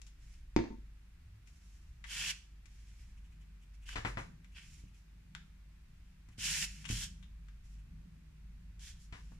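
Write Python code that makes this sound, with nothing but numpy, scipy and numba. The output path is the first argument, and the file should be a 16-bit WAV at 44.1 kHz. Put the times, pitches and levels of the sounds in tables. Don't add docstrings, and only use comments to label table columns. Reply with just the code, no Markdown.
import sys
import numpy as np
from scipy import signal
from scipy.fft import rfft, irfft
from scipy.io import wavfile
from scipy.ndimage import uniform_filter1d
from numba import njit

SR = 44100
rng = np.random.default_rng(int(sys.argv[2]) if len(sys.argv) > 2 else 0)


def master(y):
    cut = np.clip(np.atleast_2d(y).T, -1, 1)
    pcm = np.round(cut * 32767)
    wavfile.write(sys.argv[1], SR, pcm.astype(np.int16))


N = 414094

# pitch_hz, level_db (per Hz)
AIR_SPECTRUM = [(35, -26.5), (60, 2.5), (69, -5), (81, -10.5), (145, -21.5), (215, -29), (326, -34),
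                (484, -47), (844, -43), (970, -42.5), (1620, -39), (2630, -40.5), (3020, -44.5),
                (6810, -50), (15300, -58.5)]
# pitch_hz, width_hz, level_db
HUM_MODES = [(49.24, 3.63, -1.5), (24.6, 3.9, -11.5), (70.5, 2.4, -16), (108.2, 18, -19)]
# pitch_hz, width_hz, level_db
DRONE_RESONANCES = [(104.6, 83, -2.5), (154.2, 13, 1), (181.3, 15.3, -0.5), (232.3, 50, -12.5)]
# time_s, level_db
HUM_CURVE = [(0.0, -54.5), (0.86, -50.5), (1.04, -59.5), (1.38, -53.5), (1.56, -61), (1.91, -51),
             (2.43, -58), (3.12, -51), (3.64, -55.5), (3.99, -46), (4.34, -57.4), (6.25, -57), (6.6, -50),
             (7.12, -51.5), (7.81, -49.0), (8.16, -58.5), (8.51, -51.5), (9.38, -52)]
# time_s, level_db
DRONE_CURVE = [(0.0, -73), (2.95, -70.5), (3.47, -64), (3.82, -72.3), (4.34, -55.5), (4.51, -67),
               (4.86, -62.5), (5.03, -70), (5.38, -58.5), (5.55, -67.5), (6.42, -67.5), (6.94, -53.5),
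               (7.64, -68), (7.99, -55.5), (8.33, -63), (8.68, -61.5), (8.85, -68), (9.38, -58)]
# pitch_hz, level_db
ROOM_SIDE = [(30, -34.5), (60, -33), (110, -19), (200, -12.5), (380, 2), (700, 3.5), (1300, -3.5),
             (2400, 0.5), (15000, 1)]
# pitch_hz, level_db
SLIDE_SIDE = [(100, -1), (700, 3.5), (1300, -15), (2400, -8.5), (4400, -0.5), (15000, 0)]
# pitch_hz, level_db
SLIDE_BALANCE = [(60, -21), (110, -10), (200, -24), (380, 10.5), (700, -0.5), (1280, 1.5), (2370, -1.5),
                 (4370, 0.5), (8060, -4), (14900, 7.5)]
# middle_s, level_db, pitch_hz
CREEPS = [(3.18, -76.5, 2600), (3.256, -77.5, 2700), (3.329, -78, 2700), (3.42, -76, 2780),
          (3.631, -74.5, 2810), (3.835, -72, 2750), (4.53, -76, 2750), (4.885, -78, 2720),
          (4.95, -76, 2720), (6.33, -75.5, 2650), (7.795, -78, 2760)]
# start_s, snap_db, edge_db, ring_hz, length_s
DRY_TICKS = [(0.017, -41.5, -48.5, 2490, 0.0018), (0.066, -46, -52.5, 2880, 0.013),
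             (1.473, -45, -58, 2380, 0.01), (2.0408, -26, -52, 1940, 0.0091),
             (2.154, -50, -45, 2890, 0.004), (2.656, -42.5, -56, 2350, 0.0088),
             (3.8904, -26.5, -49, 1600, 0.0021), (4.4447, -43, -62, 2200, 0.004),
             (4.561, -45, -65, 2510, 0.004), (4.945, -67, -67, 2560, 0.0044),
             (5.35, -23, -47.5, 1430, 0.0012), (6.287, -58, -63, 1780, 0.003),
             (6.482, -33, -61, 2880, 0.0024), (6.843, -34, -53, 2560, 0.004),
             (6.853, -23.5, -42, 2900, 0.0072), (6.89, -24.5, -39, 2570, 0.0046),
             (6.91, -28, -44, 3630, 0.0036), (7.226, -39, -61, 3600, 0.012),
             (7.484, -42, -65, 1490, 0.0061), (8.794, -48, -58.5, 3640, 0.0023)]
# pitch_hz, level_db
SNAP_COLOUR = [(100, -34), (500, -29), (850, -7.5), (1350, -3), (1900, -0.5), (2700, -2), (3600, -3),
               (4500, -14.5), (8000, -28), (15000, -61)]
# start_s, length_s, swell_s, fade_s, rasp_db, hiss_db, first_hz, last_hz (resonance at start and end)
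SLIDE_STROKES = [ (0.175, 0.21, 0.062, 0.039, -76.5, -76, 2050, 2290),
                 (1.452, 0.32, 0.02, 0.18, -82, -76.5, 2250, 2500),
                 (2.059, 0.25, 0.27, 0.011, -40, -43.5, 2920, 2730),
                 (2.665, 0.4, 0.084, 0.065, -76, -75.5, 2400, 2200),
                 (3.73, 0.022, 0.025, 0.011, -75, -75.5, 2550, 2550),
                 (3.852, 0.085, 0.052, 0.015, -55.5, -60.5, 2700, 2830),
                 (4.539, 0.049, 0.048, 0.035, -55, -65.5, 2720, 2500),
                 (4.603, 0.19, 0.057, 0.048, -72.5, -69, 2350, 2510),
                 (4.95, 0.04, 0.024, 0.047, -86, -77.5, 2650, 2650),
                 (5.932, 0.18, 0.046, 0.04, -84, -89, 2720, 2700),
                 (6.375, 0.27, 0.15, 0.011, -40.5, -39.5, 2900, 2450),
                 (6.64, 0.188, 0.02, 0.02, -63.5, -63, 2430, 2420),
                 (6.872, 0.17, 0.1, 0.02, -46.5, -44.5, 2980, 3320),
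                 (7.63, 0.14, 0.022, 0.02, -85, -78.5, 2500, 2650),
                 (8.789, 0.085, 0.11, 0.048, -57.5, -57, 3200, 3600),
                 (8.988, 0.049, 0.046, 0.03, -83, -68, 2690, 2600),
                 (9.15, 0.18, 0.012, 0.062, -78.5, -76, 2000, 2600)]
# pitch_hz, level_db
RASP_COLOUR = [(100, -18), (500, -21.5), (900, -8.5), (1250, -6.5), (1600, 5.5), (2100, 4.5), (2500, 5),
               (3300, 6), (3800, -3), (5000, 0.5), (15000, -75)]
# pitch_hz, level_db
HISS_COLOUR = [(100, -77.5), (2500, -23), (3800, -3.5), (4600, -4), (5700, 2.5), (6200, -1.5), (7000, 1),
               (7900, -3.5), (8400, -6.5), (9700, -6.5), (11300, -11), (13000, -18), (15000, -35)]
# start_s, slap_db, thud_db, brightness_hz, contact_s
FINGER_TAPS = [(3.93, -47, -78, 6950, 0.015), (3.957, -27, -47, 3440, 0.026),
               (3.984, -55, -49.5, 2500, .012), (4.049, -22.5, -38, 2240, 0.021),
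               (4.172, -26.5, -41, 1990, 0.026), (4.838, -82, -54, 900, 0.014),
               (6.287, -57.5, -57.5, 2520, 0.0097), (6.383, -52, -49, 500, 0.0092),
               (6.901, -38, -35.5, 600, 0.0061), (6.928, -39, -43, 400, 0.014),
               (9.125, -39.5, -49.5, 3960, 0.033), (9.32, -51, -59.5, 1110, 0.0041)]
# pitch_hz, level_db
SLAP_COLOUR = [(60, -9), (200, -0.5), (420, 4.5), (600, -0.5), (1000, 6.5), (1400, 5), (1900, 6.5),
               (2700, 1), (4000, -0.5), (7000, 1.5), (11000, -3), (15000, -23)]
# pitch_hz, level_db, t60_s (time to fall by 60 dB)
TABLE_RESONANCES = [(45.4, -0.5, 0.6), (83, -1, 0.21), (111.4, 4.5, 0.26), (131.8, -11.5, 0.77),
                    (160, -9.5, 0.24), (194, -2.5, 0.087), (212, -3.5, .2), (278, -11, 0.19),
                    (385, -29, 0.41)]
# start_s, thump_db, click_db, brightness_hz
BOTTLE_CONTACTS = [(0.5633, -19.5, -13, 8800), (0.5896, -28.5, -21.5, 2500), (0.6014, -30.5, -42, 2000),
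                   (0.640, -40, -27, 1500), (0.657, -52, -27.5, 1200), (0.7044, -43.5, -46, 1200),
                   (0.709, -43, -51, 800), (0.7286, -45.5, -55, 600), (0.742, -52.5, -58, 600),
                   (0.783, -61, -55, 800)]
# pitch_hz, level_db, t60_s
BOTTLE_RESONANCES = [(56.7, -12, 0.23), (110.9, -15, 0.11), (176.6, -59, .1), (219.3, -9.5, 0.27),
                     (241.3, -4.5, 0.15), (290, -7.5, 0.068), (316, -11.5, 0.12), (341, -18, 0.26),
                     (374, -38, 0.14), (690, -20, 0.038), (903, -15, 0.12), (1010, -34, 0.15)]
# pitch_hz, level_db
CLICK_COLOUR = [(60, -18), (300, 14.5), (550, -5), (900, -3.5), (1300, -12), (2300, -6), (3100, -15.5),
                (5000, -14.5), (7000, -18.5), (8200, -31), (10000, -39), (15000, -36)]

AIR_DB = -76.5
CUTOFF_HZ = 15400
SWELL_POWER, HISS_POWER = 0.88, 1.12
PRESSURE_DB, PRESSURE_PER_S = 1.5, 35


def from_db(db):
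    return 10 ** (np.asarray(db) / 20)


def rms_one(x):
    return x / np.sqrt(np.mean(x ** 2) + 1e-20)


def in_time(rows):
    return np.interp(np.arange(N) / SR, *np.transpose(rows))


def add(track, s, sound):
    at = round(s * SR)
    track[at:at + len(sound)] += sound[:N - at]


def cut(x, hz, kind, order=2):
    return signal.sosfilt(signal.butter(order, hz, kind, fs=SR, output="sos"), x)


def colour(x, points, size=4096):
    hz, db = np.transpose(points)
    grid = np.arange(size // 2 + 1) * SR / size
    gain = from_db(np.interp(np.log(grid + 1), np.log(hz), db))
    cepstrum = irfft(np.log(gain))
    cepstrum[1:size // 2] *= 2
    cepstrum[size // 2 + 1:] = 0
    response = irfft(np.exp(rfft(cepstrum)))
    return signal.oaconvolve(x, response)[:len(x)]


def even(burst, over_hz=150):
    length = burst.shape[-1]
    spectrum = rfft(burst, 2 * length)
    power = uniform_filter1d(np.abs(spectrum) ** 2, int(2 * length * over_hz / SR) + 1)
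    out = irfft(spectrum / np.sqrt(power))[..., :length]
    return out / np.linalg.norm(out, axis=-1, keepdims=True)


def ring(force, modes):
    t = np.arange(SR) / SR
    response = np.zeros(SR)
    for hz, db, t60 in modes:
        fade = np.exp(-np.log(1000) * t / t60)
        response += from_db(db) * np.sin(2 * np.pi * hz * t) * fade
    return signal.oaconvolve(force, response)[:N]


def contact(length_s, crunch):
    t = np.arange(SR // 10) / SR
    burst = rng.standard_normal(len(t)) * np.exp(-t / length_s)
    burst *= crunch / np.linalg.norm(burst)
    burst[0] = 1
    return even(burst)


def ports(mid, side, width):
    return mid + colour(side, width) * np.array([[1], [-1]])


def lean(pair, balance):
    left, right = pair
    left = colour(left, [(hz, db / 2) for hz, db in balance])
    right = colour(right, [(hz, -db / 2) for hz, db in balance])
    return np.array([left, right])


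def direct(x, scatter_s=0.00021, side_db=-1):
    t = np.arange(SR // 200) / SR
    scatter = rng.standard_normal(len(t)) * np.exp(-t / scatter_s)
    side = signal.oaconvolve(x, scatter / np.linalg.norm(scatter))[:N]
    return ports(x, from_db(side_db) * side, ROOM_SIDE)


def room(x, t60=0.3, treble_t60=0.41, treble_hz=3500, early_s=0.0068, early_db=5, gap_s=0.0018, wall_hz=9000):
    t = np.arange(SR // 2) / SR
    noise = rng.standard_normal((2, len(t)))
    low = cut(noise, treble_hz, "low", order=1)
    low_tail = low * np.exp(-np.log(1000) * t / t60)
    treble_tail = (noise - low) * np.exp(-np.log(1000) * t / treble_t60)
    early = from_db(early_db) * noise * np.exp(-t / early_s)
    echoes = (low_tail + treble_tail + early) * (t > gap_s)
    mid, side = cut(even(echoes), wall_hz, "low", order=1)
    return signal.oaconvolve(x[None], ports(mid, side, ROOM_SIDE), axes=1)[:, :N]


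def tremble(modes, even_s):
    x = np.zeros(N)
    for hz, width, db in modes:
        noise = rng.standard_normal(N + SR)
        shaking = cut(noise, [hz - width / 2, hz + width / 2], "band")[SR:]
        x += from_db(db) * rms_one(shaking)
    return x / np.sqrt(uniform_filter1d(x ** 2, int(even_s * SR) + 1) + 1e-6)


def background(hum_db=-0.12, drone_db=-0.9, rumble_db=-3):
    pair = []
    for part in ("mid", "side"):
        hum = from_db(in_time(HUM_CURVE) + hum_db) * tremble(HUM_MODES, even_s=0.17)
        drone = from_db(in_time(DRONE_CURVE) + drone_db) * tremble(DRONE_RESONANCES, even_s=0.2)
        air = colour(rng.standard_normal(N), AIR_SPECTRUM)
        air = colour(air, [(150, rumble_db), (300, 0.014)])
        air = air / np.std(cut(air, 500, "high", order=4))
        pair.append(hum + drone + from_db(AIR_DB) * air)
    return ports(*pair, ROOM_SIDE)


def squeaks(length_s=0.051, width_hz=600, hiss_db=-4, room_db=-4):
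    out = np.zeros(N)
    swell = np.hanning(int(length_s * SR) + 3)
    for s, db, hz in CREEPS:
        noise = rng.standard_normal(SR // 4)
        tone = cut(noise, [hz - width_hz / 2, hz + width_hz / 2], "band", order=1)
        rub = rms_one(tone) + from_db(hiss_db) * rms_one(colour(noise, HISS_COLOUR))
        add(out, s - length_s / 2, from_db(db) * swell * rub[:len(swell)])
    return direct(out) + from_db(room_db) * room(out)


def ticks(snap_db=8, edge_db=22, ring_db=5, ring_width=0.1, room_db=-2, top_hz=10500):
    snaps, edges = np.zeros((2, N))
    for s, level_db, crisp_db, hz, length_s in DRY_TICKS:
        snap = contact(length_s, crunch=4.3)
        band = hz * np.exp([-ring_width, ring_width])
        snap = snap + from_db(ring_db) * cut(snap, band, "band", order=1)
        add(snaps, s, from_db(level_db + snap_db) * snap)
        add(edges, s, from_db(crisp_db + edge_db) * contact(length_s, crunch=6.6))
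    out = colour(snaps, SNAP_COLOUR) + cut(colour(edges, HISS_COLOUR), top_hz, "low")
    return direct(out) + from_db(room_db) * room(out)


def grains(per_s, spread_db):
    hardness = np.minimum(rng.exponential(1, N), 4)
    sizes = from_db(spread_db * hardness) * rng.standard_normal(N)
    return rms_one(sizes * (rng.random(N) < per_s / SR))


@njit
def moving_resonance(x, turn, r):
    y = np.zeros(len(x))
    for i in range(2, len(x)):
        push = (1 - r * r) / 2 * (x[i] - x[i - 2])
        y[i] = push + 2 * r * np.cos(turn[i]) * y[i - 1] - r * r * y[i - 2]
    return y


def drift(per_s):
    return rms_one(np.interp(np.arange(N) / SR * per_s, np.arange(2000), rng.standard_normal(2000)))


def sliding():
    t = np.arange(N) / SR
    rasp, hiss, weighted_hz = np.zeros((3, N))
    for s, length_s, swell_s, stop_s, rasp_db, hiss_db, first_hz, last_hz in SLIDE_STROKES:
        age = t[:int((length_s + 10 * stop_s) * SR)]
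        swell = np.sin(np.pi / 2 * np.minimum(age / swell_s, 1)) ** SWELL_POWER
        speed = swell * np.exp(-np.maximum(age - length_s, 0) / stop_s)
        stroke_hz = np.interp(age, [0, length_s], [first_hz, last_hz])
        add(rasp, s, from_db(rasp_db) * speed)
        add(hiss, s, from_db(hiss_db) * speed ** HISS_POWER)
        add(weighted_hz, s, from_db(rasp_db) * speed * stroke_hz)
    pressure = from_db(PRESSURE_DB * drift(PRESSURE_PER_S))
    moving = rasp > 0
    resonance_hz = np.interp(t, t[moving], weighted_hz[moving] / rasp[moving])
    return rasp * pressure, hiss * pressure, resonance_hz


def slides(rasp_db=-1, hiss_db=-1, ring_db=2, ring_width_hz=700, room_db=-9, drag_db=-14, drag_power=1.28):
    rasp_gain, hiss_gain, resonance_hz = sliding()
    turn = 2 * np.pi * resonance_hz / SR
    radius = np.exp(-np.pi * ring_width_hz / SR)
    pair = []
    for part in ("mid", "side"):
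        rasp = colour(grains(per_s=5000, spread_db=1), RASP_COLOUR)
        rasp = rasp + from_db(ring_db) * moving_resonance(rasp, turn, radius)
        hiss = colour(grains(per_s=23000, spread_db=2.0), HISS_COLOUR)
        rasp = from_db(rasp_db) * rasp_gain * rms_one(rasp)
        hiss = from_db(hiss_db) * hiss_gain * rms_one(hiss)
        pair.append(rasp + hiss)
    peak = hiss_gain.max()
    drag_gain = from_db(drag_db) * peak * (hiss_gain / peak) ** drag_power
    drag = drag_gain * tremble(DRONE_RESONANCES, even_s=0.16)
    friction = ports(*pair, SLIDE_SIDE) + from_db(room_db) * room(pair[0])
    return lean(friction, SLIDE_BALANCE) + drag


def taps(slap_db=18, thud_db=-3, slap_room_db=-2, thud_room_db=-10, pad_hz=450, slip_db=-17, slip_s=0.022):
    slaps, blows, slips = np.zeros((3, N))
    t = np.arange(SR // 5) / SR
    for s, level_db, weight_db, bright_hz, length_s in FINGER_TAPS:
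        slap = cut(contact(length_s, crunch=3.9), bright_hz, "low")
        add(slaps, s, from_db(level_db + slap_db) * slap)
        add(blows, s, from_db([weight_db + thud_db]))
        slip = rng.standard_normal(len(t)) * t * np.exp(-t / slip_s)
        add(slips, s, from_db(level_db + slap_db + slip_db) * slip / np.linalg.norm(slip))
    slap = colour(slaps, SLAP_COLOUR) + colour(slips, HISS_COLOUR)
    thud = ring(cut(blows, pad_hz, "low", order=1), TABLE_RESONANCES)
    return direct(slap + thud) + room(from_db(slap_room_db) * slap + from_db(thud_room_db) * thud)


def bottle(click_db=16, thump_room_db=-10, soft_hz=1500):
    blows, clicks = np.zeros((2, N))
    for s, blow_db, tick_db, bright_hz in BOTTLE_CONTACTS:
        add(blows, s, from_db([blow_db]))
        click = cut(contact(length_s=0.0014, crunch=1.35), bright_hz, "low", order=1)
        add(clicks, s, from_db(tick_db + click_db) * click)
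    thump = -ring(cut(blows, soft_hz, "low", order=1), BOTTLE_RESONANCES)
    click = colour(clicks, CLICK_COLOUR)
    return direct(thump + click) + room(from_db(thump_room_db) * thump + click)


def scene():
    return background() + squeaks() + ticks() + slides() + taps() + bottle()


def record(dry):
    return signal.sosfilt(signal.ellip(10, .1, 80, CUTOFF_HZ, fs=SR, output="sos"), dry)


dry = scene()
out = record(dry)
master(out)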